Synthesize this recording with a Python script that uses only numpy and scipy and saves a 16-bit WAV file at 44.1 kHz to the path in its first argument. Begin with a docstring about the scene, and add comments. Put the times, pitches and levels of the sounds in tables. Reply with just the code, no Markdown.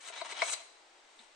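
"""Hand drill bit in a foam panel

A small workshop, a stereo microphone close by, the work a little to its left. A drill bit is twisted
by hand in the panel's edge: each twist crumbles foam in a short rasp, and where the flutes catch and
let go, the panel knocks. The bit slides out with a brighter scrape and a last flick, and later
touches the edge once more."""
import sys
import numpy as np
from scipy import signal
from scipy.fft import rfft, irfft
from scipy.io import wavfile
from scipy.ndimage import uniform_filter1d

SR = 44100
rng = np.random.default_rng(int(sys.argv[2]) if len(sys.argv) > 2 else 0)


def inscribe(sig):
    """Save sig as 16-bit PCM at rate SR to the path in sys.argv[1].

    A 1-D sig is mono; a 2-D sig holds one channel per row.
    Samples are clipped to [-1, 1] before scaling.
    """
    pcm = np.round(np.clip(np.atleast_2d(sig).T, -1, 1) * 32767)
    wavfile.write(sys.argv[1], SR, pcm.astype(np.int16))


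N = 59535  # 1.35 s


def amp(db):
    """Decibels to gain."""
    return 10 ** (np.asarray(db) / 20)


def unit_rms(x):
    """Scales to rms 1."""
    return x / np.sqrt(np.mean(x ** 2) + 1e-20)


def at_hz(points, hz):
    """Reads a table on a log-frequency axis."""
    table_hz, value = np.transpose(points)
    return np.interp(np.log(hz + 1), np.log(table_hz + 1), value)


def envelope(rows, column=1):
    """Gain over time from one dB column, silent before the first row."""
    rows = np.array(rows)
    return amp(np.interp(np.arange(N) / SR, rows[:, 0], rows[:, column], left=-140))


RASP_LEFT_DB, FIZZ_LEFT_DB, PANEL_LEFT_DB, SNAP_LEFT_DB = 4, 2.7, 4, 5
def pan(left_db):
    """Channel gains, the left louder by left_db."""
    return amp(np.array([[left_db], [-left_db]]) / 2)


def stereo(pair, likeness):
    """Makes two unrelated signals partly alike."""
    return np.array([pair[0], likeness * pair[0] + np.sqrt(1 - likeness ** 2) * pair[1]])


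def delay_left(x, lag_s):
    """The sound reaches the left side of the microphone later."""
    hz = np.fft.rfftfreq(N, 1 / SR)
    return irfft(rfft(x) * np.exp(-2j * np.pi * hz * np.array([[lag_s], [0]])), N)


def add(mix, start_s, sound):
    """Mixes a sound in at a time."""
    part = mix[:, round(start_s * SR):][:, :sound.shape[-1]]
    part += sound[..., :part.shape[1]]


def ring(modes, rise_s=0.00039, rise_cycles=4.48):
    """One blow on a set of modes, each swelling over its first cycles."""
    t, out = np.arange(SR // 4) / SR, 0
    for hz, db, t60, lag in modes:
        age = np.maximum(t - lag, 0)
        rise = np.sin(np.pi / 2 * np.minimum(age / (rise_s + rise_cycles / hz), 1)) ** 2
        out = out + rise * amp(db - 60 * age / t60) * np.sin(2 * np.pi * hz * age)
    return out


# Room tone around the microphone: frequency_hz, relative_db
AIR_COLOUR = [(25, -9), (60, -34), (100, -30), (140, -41), (220, -18.5), (324, -6), (550, -4.5),
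              (850, -0.5), (1050, -4.5), (1900, -5), (4000, -9.5), (9000, -17), (13000, -16.5)]
# How alike it is left and right: frequency_hz, likeness
AIR_LIKENESS = [(50, 0.39), (500, 0.74), (1500, 0.13), (4000, 0.38), (9000, 0.044)]
def room_tone(level_db=-61):
    """Steady hiss of the workshop air."""
    hz = np.fft.rfftfreq(N, 1 / SR)
    white = stereo(rfft(rng.standard_normal((2, N))), at_hz(AIR_LIKENESS, hz))
    hiss = irfft(white * amp(at_hz(AIR_COLOUR, hz)), N)
    return amp(level_db) * unit_rms(hiss) * pan(left_db=2.0)


# Decay of the small workshop: frequency_hz, t60_s
ROOM_DECAY = [(100, 0.45), (500, 0.82), (2000, 0.53), (4000, 0.7), (9000, 0.46)]
def reflections(x, tail_db=-10.5, early_db=-3, early_decay_s=0.0092, gap_s=0.0078):
    """Quick reflections off the bench, then the tail of the workshop."""
    t = np.arange(SR * 3 // 4) / SR
    shape = (2, len(t))
    taps = rng.choice([-1., 1.], shape) * (rng.random(shape) < 4000 / SR)
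    hz, age, spectrum = signal.stft(taps, SR, nperseg=256)
    decay = amp(-60 * age / at_hz(ROOM_DECAY, hz)[:, None])
    tail = signal.istft(spectrum * decay, SR, nperseg=256)[1][:, :len(t)]
    tail *= np.clip(t / gap_s - 1, 0, 1)
    early = rng.standard_normal(shape) * (rng.random(shape) < 2000 / SR)
    early *= (t > .002) * np.exp(-t / early_decay_s)
    response = sum(amp(db) * part / np.linalg.norm(part, axis=1, keepdims=True)
                   for db, part in [(tail_db, tail), (early_db, early)])
    return signal.fftconvolve(x, response, axes=1)[:, :N]


# Fingers shifting on the panel, faint even up close: time_s, level_db
FINGER_RUB = [(1.08, -73), (1.15, -72), (1.185, -69), (1.193, -63), (1.24, -66.5), (1.275, -77.5),
              (1.35, -88)]
# The tip landing on the edge again: start_s, level_db
TIP_LANDINGS = [(1.1902, -46.5), (1.1949, -45)]
# Ring of the tip: pitch_hz, relative_db, t60_s, lag_s
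TIP_MODES = [(238, -10, 0.053, 0.00011), (3750, -0.5, 0.04, 0.00024), (3880, 0, .018, 0.00023),
             (4170, -5, 0.02, 0.00024)]
def touches():
    """The tip ticks on the edge while the fingers rub the panel faintly."""
    rub = crumble(RASP_COLOUR, RASP_LIKENESS) + amp(-1) * crumble(FIZZ_COLOUR, FIZZ_LIKENESS)
    out = envelope(FINGER_RUB) * rub
    for start, db in TIP_LANDINGS:
        add(out, start, amp(db) * ring(TIP_MODES))
    return out * pan(PANEL_LEFT_DB)


# Steel creaking in the foam: start_s, length_s, pitch_hz, level_db
STEEL_CREAKS = [(.010, 0.013, 2150, -58), (0.159, 0.051, 3870, -48.5), (0.245, 0.026, 861.6, -45.5),
                (0.326, 0.0069, 930, -47), (0.388, 0.022, 3250, -39.5), (0.422, 0.026, 2204, -37)]
def creaks(waver_hz=113):
    """The steel sticks and slips for a moment at an unsteady pitch."""
    out = np.zeros((2, N))
    for start, length, hz, db in STEEL_CREAKS:
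        t = np.arange(0, length, 1 / SR)
        waver = unit_rms(uniform_filter1d(rng.standard_normal(SR // 10), size=100))[:len(t)]
        tone = np.sin(2 * np.pi * np.cumsum(hz + waver_hz * waver) / SR)
        add(out, start, amp(db) * np.sin(np.pi * t / length) * tone * pan(RASP_LEFT_DB))
    return out


# A flute breaking through the foam: start_s, level_db
FOAM_TEARS = [(0.4185, -32)]
# Colour of the tear: frequency_hz, relative_db
TEAR_COLOUR = [(50, -14), (150, -23), (300, -17), (500, -6), (800, -13), (1300, 2), (1800, -18), (2600, -1),
               (3400, -15), (5200, -5), (6300, -13), (7200, -23), (9000, -38)]
def tears(rise_s=0.0033):
    """Many cells give way at once: a short, dry crunch."""
    burst = 0
    for start, db in FOAM_TEARS:
        age = np.maximum(np.arange(N) / SR - start, 0) / rise_s
        burst = burst + amp(db) * age * np.exp(1 - age)
    return burst * crumble(TEAR_COLOUR, RASP_LIKENESS) * pan(PANEL_LEFT_DB)


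# Flutes letting go, close on the left: start_s, thud_hz, thud_db, panel_db, snap_db, tick_db
FLUTE_CATCHES = [(.0965, 428, -41, -36, -44, -60.5), (.2120, 383, -38, -24, -30, -34),
                 (.2545, 380, -68, -50, -69, -55), (.3215, 422, -33.5, -53, -29, -37.5),
                 (.4183, 445, -31.5, -15.5, -13, -30.5), (.5335, 370, -53, -49, -30, -28.5)]
# Low, middle and high ring of a catch: pitch_hz, relative_db, t60_s, lag_s
PANEL_MODES = [(543, -19, 0.015, .003), (669.5, -2, 0.039, 0.0031), (1005, -4, 0.028, 0.00208),
               (1223, -3, 0.016, 0.00074), (1519, -7, .02, 0.00086)]  # slow low bending waves arrive late
SNAP_MODES = [(2096, -5.5, 0.019, 0.00008), (2206, -4.5, 0.019, 0.00022), (2400, -23, 0.037, 0.0013),
              (3180, -15, 0.017, 0.00107)]
TICK_MODES = [(3890, 0, .028, 0.00034), (4093, 0, 0.033, 0.000566), (4730, -2.5, 0.014, 0.006),
              (6100, -17, 0.023, 0.0009)]
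def catches(thud_t60_s=.04, thud_lag_s=0.00099):
    """A flute lets go with a snap, and the panel answers with a hollow knock."""
    out = np.zeros((2, N))
    for start, thud_hz, thud_db, panel_db, snap_db, tick_db in FLUTE_CATCHES:
        thud = ring([(thud_hz, thud_db, thud_t60_s, thud_lag_s)])
        knock = thud + amp(panel_db) * ring(PANEL_MODES) + amp(tick_db) * ring(TICK_MODES)
        snap = amp(snap_db) * ring(SNAP_MODES)
        add(out, start, knock * pan(PANEL_LEFT_DB) + snap * pan(SNAP_LEFT_DB))
    return out


# Resonances of bit and panel: centre_hz, width_hz, boost_db
RESONANCES = [(696, 120, -0.5), (1050, 160, 2), (2058, 53, 7.5), (3060, 160, 1.5), (3855, 170, 7.5),
              (4110, 220, 4), (7920, 110, 7.5), (7890, 150, 6), (8510, 47, 10), (8790, 88, 1)]
def crumble(colour, likeness, grains_per_s=9000, spread_db=4, chatter_db=1.5, chatter_hz=170):
    """Foam cells break in chattering clumps; each click rings the bit and the panel."""
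    slow = signal.butter(2, chatter_hz, fs=SR, output="sos")
    chatter = unit_rms(signal.sosfilt(slow, rng.standard_normal(N)))
    size = amp(spread_db * np.minimum(rng.exponential(1, (2, N)), 4) + chatter_db * chatter)
    breaks = size * rng.choice([-1., 1.], (2, N)) * (rng.random((2, N)) < grains_per_s / SR)
    hz = abs(np.fft.fftfreq(4096, 1 / SR))
    boost_db = sum(db / (1 + (2 * (hz - centre) / width) ** 2) for centre, width, db in RESONANCES)
    log_gain = np.log(amp(at_hz(colour, hz) + boost_db))
    click = np.fft.ifft(np.exp(signal.hilbert(log_gain).conj())).real[:2048]  # minimum phase
    crunch = signal.oaconvolve(stereo(breaks, likeness), click[None])[:, :N]
    return unit_rms(signal.sosfilt(signal.butter(4, 11000, fs=SR, output="sos"), crunch))


RASP_LIKENESS, FIZZ_LIKENESS = 0.58, 0.73  # between left and right
# Coarse and fine crumbling, heard up close: frequency_hz, relative_db
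RASP_COLOUR = [(60, -30), (150, -43.5), (300, -13), (420, -11), (700, -0.5), (1700, -2), (2300, -0.5),
               (3300, -1), (4200, -6.5), (4600, -9.5), (6500, -9.5), (9000, -31.5)]
FIZZ_COLOUR = [(60, -27), (200, -39), (1500, -6.5), (3500, -26), (4050, -2), (4600, -6.5), (5400, -6.5),
               (6100, 0), (7300, -1), (8000, -3), (9000, 6)]
# Twists of the bit in the panel's edge: start_s, hardest_s, end_s, rasp_db, fizz_db
BIT_TWISTS = [(.002, 0.01, 0.056, -56.5, -52.5), (0.018, 0.084, .120, -48.5, -46),
              (0.112, .141, 0.156, -46.5, -62.5), (0.146, 0.164, 0.26, -45, -52),
              (0.235, 0.257, 0.291, -45.5, -50.5), (0.273, 0.315, 0.342, -42.5, -46.5),
              (0.328, 0.426, .446, -39.5, -49.5)]
# The bit sliding out: time_s, rasp_db, fizz_db
BIT_PULL = [(.405, -56, -53), (.44, -48.5, -40.5), (.468, -43.5, -37), (.497, -39.5, -36.5),
            (.507, -62, -35), (.527, -45.5, -32), (.535, -40.5, -29.5), (.546, -51, -59.5),
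            (.556, -54, -78), (.60, -57, -70), (.68, -74.5, -74.5)]
def scraping(swell_exponent=0.77, release_exponent=1.14):
    """The twists and the pull grind the foam: a coarse rasp and a fine fizz."""
    t = np.arange(N) / SR
    rasp_power = envelope(BIT_PULL, column=1) ** 2
    fizz_power = envelope(BIT_PULL, column=2) ** 2
    for start, hardest, end, rasp_db, fizz_db in BIT_TWISTS:
        swell = np.clip((t - start) / (hardest - start), 0, 1) ** swell_exponent
        release = np.clip((end - t) / (end - hardest), 0, 1) ** release_exponent
        rasp_power += (swell * release * amp(rasp_db)) ** 2
        fizz_power += (swell * release * amp(fizz_db)) ** 2
    fizz = np.sqrt(fizz_power) * delay_left(crumble(FIZZ_COLOUR, FIZZ_LIKENESS), lag_s=.00003)
    rasp = np.sqrt(rasp_power) * crumble(RASP_COLOUR, RASP_LIKENESS)
    return rasp * pan(RASP_LEFT_DB) + fizz * pan(FIZZ_LEFT_DB)


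def scene():
    """The handwork close to the microphone, the workshop behind it."""
    rubs = scraping() + creaks() + touches()
    knocks = delay_left(catches() + tears(), lag_s=.00005)
    return rubs + knocks + reflections(rubs + amp(-2) * knocks) + room_tone()


# Response of the recorder: frequency_hz, gain_db
RECORDER_RESPONSE = [(0, 0), (8950, 0), (9060, -24), (9200, -40), (9700, -62), (11400, -58), (11800, -23),
                     (12950, -19), (13200, -60)]
def record(dry):
    """The recorder passes little above 9 kHz and cuts off at 13.4 kHz."""
    hz = np.fft.rfftfreq(2 * N, 1 / SR)
    gain = amp(np.interp(hz, *np.transpose(RECORDER_RESPONSE)))
    dull = irfft(rfft(dry, 2 * N) * gain, 2 * N)[:, :N]
    band_limit = signal.firwin(511, 13399, window=("kaiser", 9), fs=SR)
    return signal.oaconvolve(dull, band_limit[None], "same")


dry = scene()
out = record(dry)
inscribe(out)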